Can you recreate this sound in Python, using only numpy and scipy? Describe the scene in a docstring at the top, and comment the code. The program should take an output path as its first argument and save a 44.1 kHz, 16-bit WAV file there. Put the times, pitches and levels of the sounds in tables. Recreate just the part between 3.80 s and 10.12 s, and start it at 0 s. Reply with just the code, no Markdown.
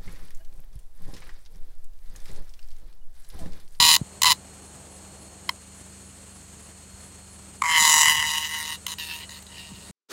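"""Cicada leaving a hand at night

A cicada close to a phone buzzes twice, clicks once, then flies off buzzing. Each pull of a tymbal
muscle pops a row of ribs, and the pops ring abdomen and membranes. Crickets and a far machine hum sit
behind. The night stops dead, and after a short silence an indoor hiss fades in."""
import sys
import numpy as np
from scipy import signal
from scipy.fft import rfft, irfft, next_fast_len
from scipy.io import wavfile
from scipy.ndimage import uniform_filter1d, map_coordinates

SR = 44100
rng = np.random.default_rng(int(sys.argv[2]) if len(sys.argv) > 2 else 0)


def persist_wave(psi):
    """Save psi, clipped to +-1, as 16-bit WAV."""
    counts = np.round(np.clip(psi, -1, 1) * 32767).astype(np.int16)
    wavfile.write(sys.argv[1], SR, np.atleast_2d(counts).T)


N = 278923
T = np.arange(N) / SR
WING_HZ, WING_DEPTH = 43.5, .15
TAKEOFF_S, LEAVES_S, STOP_S, INDOOR_S = 4.0, 4.3, 6.112, 6.284

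# pace of the tymbal muscle: (time [s], stroke rate [Hz], pop rate within a stroke [Hz], pop scatter [us])
RHYTHM = [(0, 162, 1000, 24), (.156, 156, 997, 22), (.455, 170, 1015, 30), (.5, 159, 1003, 25),
          (.526, 140, 1003, 25), (1.69, 140, 1050, 25), (3.82, 163, 1090, 45), (3.87, 162.3, 1035, 40),
          (3.95, 160, 1003, 27), (4.0, 157, 998, 18), (4.13, 155, 986, 16), (4.3, 153.6, 979, 14),
          (4.95, 156, 968, 26), (5.066, 162, 1025, 35), (5.19, 160, 940, 30), (5.32, 157.5, 885, 40),
          (5.4, 156, 975, 45), (6.11, 156, 945, 45)]


def cicada():
    """Tymbal strokes ring the body; the colour shifts as the insect strains and turns."""
    # one curve a buzz: (time [s], level [dB], brightness, hollowness, tilt [dB/octave])
    buzzes = [
        [(0.0, -17.5, 1, 0.63, -2), (0.156, -16.5, 0.73, 0.25, 1.1)],
        [(0.455, -17, 0.85, 0.31, -3.5), (0.526, -17, 1, 0.3, -1.7)],
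        [(3.836, -28, -1.04, 0.8, -1.5), (3.96, -16, -0.61, -0.32, 0), (4.01, -17, -0.096, 0.39, 1.6),
         (4.2, -15.5, 0.12, 0.4, 0.8), (4.27, -15.5, -.6, 0.01, 1.8), (4.32, -16, -.2, -0.1, 1.4),
         (4.4, -22, -0.64, -0.05, 1.2), (4.5, -24.5, 0.17, 0.12, 0.5), (4.6, -27.5, 0.17, -0.22, 1),
         (4.72, -29, -0.2, -0.37, 2.2), (4.86, -31.5, -0.0038, -0.12, 1.9), (4.957, -34, 0.26, -0.18, 0.6)],
        [(5.08, -36.5, 0.3, 0.067, 3), (5.14, -34.5, 0.29, 0.067, 1.5)],
        [(5.184, -35, 0.35, -0.068, 2.5), (5.26, -38, 0.92, -0.64, -1.5), (5.36, -42, 0.74, -0.27, 2),
         (5.445, -45.5, 0.49, -0.84, -2)],
        [(5.505, -42, 0.73, -0.12, -2), (5.59, -49.5, 0.71, -0.22, 0.5)],
        [(5.69, -54, .4, 0.19, -1.5), (5.79, -46.5, 0.74, -0.28, -1.8), (6.11, -58, 1, -0.011, -1)],
    ]
    # single strokes: (time [s], level [dB], brightness, hollowness, tilt [dB/octave])
    strokes = [(0.162, -14, 0.72, 0.34, 0.1), (0.418, -15, 0.57, 0.31, 0), (0.432, -13.5, 0.91, 0.28, 1.5),
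               (0.443, -18, 0.39, 0.14, -3), (1.691, -17.5, 0.41, -0.25, -5),
               (3.819, -19.5, -0.81, 0.9, -3.4), (5.065, -27, -0.49, -0.77, 4.5),
               (5.492, -37.5, .4, .1, -3), (5.623, -51, 1, .2, 2), (5.665, -51, 0.91, 0.42, 2)]
    runs = [muscle_strokes(buzz[0][0], buzz[-1][0]) for buzz in buzzes]
    times = np.concatenate([[row[0] for row in strokes]] + [t for t, _ in runs])
    side_db = np.concatenate([np.zeros(len(strokes))] + [db for _, db in runs])
    rows = np.vstack(buzzes + [strokes])
    at, level_db, bright, hollow, tilt = rows[np.argsort(rows[:, 0])].T
    long_buzz = (T > buzzes[2][0][0]) & (T < buzzes[2][-1][0])
    drive = membrane_rattle(rib_pops(times, side_db))
    body = body_resonance(drive, at, bright, hollow, tilt, long_buzz)
    # in flight the wings shade the sound once a beat
    wings = 1 + WING_DEPTH * (T > TAKEOFF_S) * np.sin(2 * np.pi * WING_HZ * T)
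    direct = body * wings * undb(np.interp(T, at, level_db))
    return direct + passing_echo(direct) + wall_tails(direct)


def muscle_strokes(start, end, side_lag_s=.00003, side_db=-1.2):
    """Stroke times and levels of one buzz: the two tymbals alternate, the second late and weaker."""
    t = np.arange(start, end, 1 / SR)
    at, stroke_hz, _, _ = np.transpose(RHYTHM)
    turns = np.cumsum(np.interp(t, at, stroke_hz)) / SR
    stroke = np.arange(int(turns[-1]) + 1)
    side = stroke % 2
    return np.interp(stroke, turns, t) + side_lag_s * side, side_db * side


def rib_pops(times, side_db, jitter_s=.00005, pace_spread=.008, stroke_spread_db=1.3, rib_spread_db=1.8):
    """Each stroke pops a row of ribs, a little uneven in timing and strength."""
    # ribs in the order they pop: (level [dB])
    rib_db = [-9, -2, -1, -1, -4, -9]
    ribs = len(rib_db)
    chance = rng.standard_normal((2000, 3 + 2 * ribs))[:len(times)]
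    at, _, pop_hz, scatter_us = np.transpose(RHYTHM)
    onsets = times + jitter_s * chance[:, 0]
    stroke_db = side_db + stroke_spread_db * chance[:, 1]
    pace = np.interp(times, at, pop_hz) * (1 + pace_spread * chance[:, 2])
    scatter = np.interp(times, at, scatter_us)[:, None] * chance[:, 3:3 + ribs] / 1e6
    pop_times = onsets[:, None] + np.arange(ribs) / pace[:, None] + scatter
    pop_db = stroke_db[:, None] + rib_db + rib_spread_db * chance[:, 3 + ribs:]
    return clicks(pop_times, undb(pop_db))


def membrane_rattle(pops, rattle_db=-12, decay_s=.0006):
    """The pops, each trailed by membrane noise and thinned out: a small body radiates no bass."""
    fade = np.exp(-1 / (decay_s * SR))
    envelope = signal.lfilter([np.sqrt(1 - fade ** 2)], [1, -fade], np.abs(pops))
    rattle = undb(rattle_db) * envelope * rng.standard_normal(N)
    return signal.sosfilt(signal.butter(4, 780, "highpass", fs=SR, output="sos"), pops + rattle)


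def body_resonance(drive, at, bright, hollow, tilt, long_buzz, pivot_hz=3000, air_hz=12000):
    """Abdomen and membranes ring in bands, each levelled over the long buzz and then coloured."""
    # body resonances: (centre [Hz], width [Hz])
    modes = [(1005, 290), (1350, 350), (2030, 560), (2950, 800), (3830, 800), (4750, 900), (6850, 1400),
             (9000, 2200), (12000, 4000)]
    # their balance: (level [dB], gain per unit of brightness [dB], gain per unit of hollowness [dB])
    balance = [(-10, -2.5, 9.5), (-22, -5.5, 7), (-6.5, -5, -0.5), (-5, 2.7, -6), (-7, 9, 6.5),
               (-18.5, -1.7, 4.5), (-6.5, 3.9, 7.5), (-10.5, 6.7, -0.5), (-16.5, 13, -7.7)]
    body = 0
    for (hz, width), (db, per_bright, per_hollow) in zip(modes, balance):
        mode = ring(ring(drive, hz, width), hz, 3 * width)
        colour_db = db + per_bright * bright + per_hollow * hollow + tilt * np.log2(hz / pivot_hz)
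        air_db = away(0, -7) * (hz / air_hz) ** 2  # distance dulls the top
        turning_db = away(1, 3) * walk(26)  # each band wavers as the insect turns
        gain = undb(np.interp(T, at, colour_db) + air_db + turning_db)
        polarity = -1 if hz == modes[0][0] else 1  # the abdomen moves against the membranes
        body += polarity * gain * mode / np.std(mode[long_buzz])
    return body


def passing_echo(direct):
    """A surface that the insect flies past throws back an echo with a sliding delay."""
    # the reflection: (time [s], delay [s], level [dB])
    reflection = [(4.0, 0.00039, -9), (4.2, 0.00038, -6), (4.95, 0.00035, -11.5), (5.07, 0.00083, -10),
                  (5.2, 0.00036, -26), (5.45, 0.00047, -11), (5.7, 0.00039, -10)]
    at, lag, db = np.transpose(reflection)
    echo = map_coordinates(direct, [(T - np.interp(T, at, lag)) * SR], order=3)
    return undb(np.interp(T, at, db)) * echo


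def wall_tails(direct, t60_s=.075):
    """Three short echo tails in a shifting mix; they gain on the direct sound as the insect leaves."""
    send = direct * undb(away(-17, -4))
    t = T[:SR // 4]
    out = 0
    for _ in range(3):
        tail = rng.standard_normal(len(t)) * undb(-60 * t / t60_s) * (t > .002)
        out += signal.fftconvolve(send * walk(36), tail / np.linalg.norm(tail))[:N]
    return out / np.sqrt(3)


def wing_flutter():
    """Low puffs of air, one a wing beat."""
    # bursts of beats near the phone: (start [s], length [s], starting level [dB], fall [dB/s])
    bursts = [(0.0, .17, -36, 87), (0.436, .1, -43, 30), (3.947, .28, -49.5, 45), (4.262, .27, -45.5, 56)]
    puffs = noise_band(130, 170) * (1 + np.sin(2 * np.pi * WING_HZ * T))
    gain = sum(undb(db - fall * np.clip(T - start, 0, length)) * (T >= start) * (T < start + length)
               for start, length, db, fall in bursts)
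    return unit(puffs) * uniform_filter1d(gain, 400)


def hand_bumps():
    """Hand and air nudge the phone: soft thumps that sag in pitch."""
    # thumps: (start [s], peak [dB], nominal pitch [Hz], length [periods of that pitch])
    thumps = [(0.214, -18.5, 145, 3.1), (3.139, -44, 64.6, 3.1), (4.016, -37, 192, 7.1),
              (4.075, -41, 180, 6.9), (4.155, -40.5, 223, 8.4), (4.377, -40, 91, 5.7),
              (4.465, -39, 83.4, 3.9), (5.916, -37.5, 156, 9.6), (6.097, -38, 169.8, 5.5)]
    out = np.zeros(N)
    for start, db, hz, periods in thumps:
        progress = np.clip((T - start) * hz / periods, 0, 1)
        envelope = np.sin(np.pi * progress ** .3) ** 2
        out += undb(db) * envelope * np.sin(2 * np.pi * periods * (1.49 * progress - progress ** 2))
    return out


def cricket_calls(hz=10250, width_hz=500, call_s=.115, every_s=.283):
    """One high cricket sings phrases of evenly spaced chirps."""
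    # phrases: (start [s], calls [count], level [dB])
    phrases = [(.8, 8, -57), (3.19, 3, -56), (5.45, 3, -57)]
    envelope = sum(undb(db) * np.sin(np.pi * np.clip((T - start - k * every_s) / call_s, 0, 1))
                   for start, count, db in phrases for k in range(count))
    return envelope * noise_band(hz, width_hz)


def cricket_trill(hz=4290, width_hz=150, level_db=-63.5, swell_db=.9, dip_db=-1):
    """A lower cricket trills without a break, easing off slightly for a moment."""
    dip = (T > 3.7) & (T < 5.2)
    return undb(level_db + swell_db * walk(5) + dip_db * dip) * noise_band(hz, width_hz)


def cricket_chorus(bed_db=-49, flicker_db=1.14, swell_db=.5):
    """A flickering bed of night air and crickets, with single singers swelling in it."""
    # spectrum of the bed: (frequency [Hz], relative density [dB])
    spectrum = [(15, -59), (30, -39), (60, -10.5), (150, -1.5), (260, -7), (750, -12.5), (1200, -14.5),
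                (3700, -20), (5700, -20.5), (6600, -18), (8400, -8), (9400, -17.5), (11200, -24),
                (16000, -39)]
    # single singers: (centre [Hz], width [Hz], level [dB])
    singers = [(2850, 600, -69), (6830, 870, -58), (7600, 730, -80), (8070, 370, -63.5), (8500, 270, -75.5),
               (8780, 250, -62.5)]
    out = undb(bed_db + flicker_db * walk(60)) * coloured(spectrum)
    for hz, width, db in singers:
        out += undb(db + swell_db * walk(7.6)) * noise_band(hz, width)
    return out


def machine_hum():
    """A far machine drones in low tones that waver in pitch."""
    # hum tones: (pitch [Hz], width of the waver [Hz], rms level [dB])
    tones = [(76.7, 4, -54), (193.2, 3.3, -56), (99.6, 8, -61), (50.7, 8, -64), (156, 10, -68.5)]
    out = 0
    for hz, width, db in tones:
        pitch = hz + width / 4 * walk(6.2)
        out += undb(db) * np.sqrt(2) * np.sin(2 * np.pi * np.cumsum(pitch) / SR)
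    return out


def indoor_hiss(level_db=-29, floor_db=-98.5, rise_s=.04):
    """Steady room noise fades up out of near silence."""
    # spectrum of the hiss: (frequency [Hz], relative density [dB])
    spectrum = [(29, -77), (50, -40), (398, 0), (646, -15), (1360, -8.5), (2320, -15), (5150, -11),
                (16000, -28)]
    rise = np.maximum(T - INDOOR_S, 0) / rise_s
    return coloured(spectrum) * (undb(level_db) * rise ** 2 / (1 + rise ** 2) + undb(floor_db))


def away(near_db, far_db, glide_s=.8):
    """Glides from the near value towards the far one as the insect flies off."""
    return far_db + (near_db - far_db) * np.exp(-np.maximum(T - LEAVES_S, 0) / glide_s)


def ring(x, hz, width_hz, order=1):
    """Band-pass; at order 1 a single resonance that starts at once, then rings out."""
    edges = np.clip([hz - width_hz / 2, hz + width_hz / 2], 10, SR * .45)
    return signal.sosfilt(signal.butter(order, edges, "bandpass", fs=SR, output="sos"), x)


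def noise_band(hz, width_hz):
    """A band of noise, rms 1."""
    return unit(ring(rng.standard_normal(N), hz, width_hz, order=2))


def coloured(spectrum):
    """Noise shaped by (frequency [Hz], level [dB]) points, rms 1."""
    hz, db = np.transpose(spectrum)
    size = next_fast_len(N)
    freqs = np.maximum(np.arange(size // 2 + 1) * SR / size, 1)
    gain = undb(np.interp(np.log(freqs), np.log(hz), db))
    return unit(irfft(rfft(rng.standard_normal(size)) * gain, size)[:N])


def clicks(times, sizes):
    """Impulses placed between samples, each a short windowed sinc."""
    at = times.ravel()[:, None] * SR
    index = np.floor(at).astype(int) + np.arange(-7, 9)
    shape = np.sinc(index - at) * np.cos(np.pi * (index - at) / 16) ** 2
    return np.bincount(np.clip(index, 0, N - 1).ravel(), (sizes.reshape(-1, 1) * shape).ravel(), N)


def walk(rate_hz):
    """Smooth random drift, rms 1."""
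    span = int(SR / rate_hz)
    return unit(uniform_filter1d(uniform_filter1d(rng.standard_normal(N), span), span))


def undb(db):
    return 10 ** (np.asarray(db) / 20)


def unit(x):
    return x / np.sqrt(np.mean(x ** 2))


def scene():
    """The night cuts off and the indoor hiss follows, alike in both channels."""
    close = cicada() + wing_flutter() + hand_bumps()
    behind = cricket_chorus() + machine_hum() + cricket_trill() + cricket_calls()
    # a soft, low whoosh lies under the opening and dies away around 1.8 s
    whoosh = undb(-55) * (1 - np.tanh((T - 1.8) / .06)) / 2 * noise_band(hz=543, width_hz=620)
    cut = np.clip((STOP_S - T) / .00083, 0, 1)
    return np.tile((close + behind + whoosh) * cut + indoor_hiss(), (2, 1))


def record(dry, top_hz=15850):
    """The phone rounds the loudest peaks and cuts the top."""
    rounded = np.tanh(1.05 * dry) / 1.05
    return signal.sosfilt(signal.ellip(10, .2, 60, top_hz, fs=SR, output="sos"), rounded)


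dry = scene()
out = record(dry)
persist_wave(out)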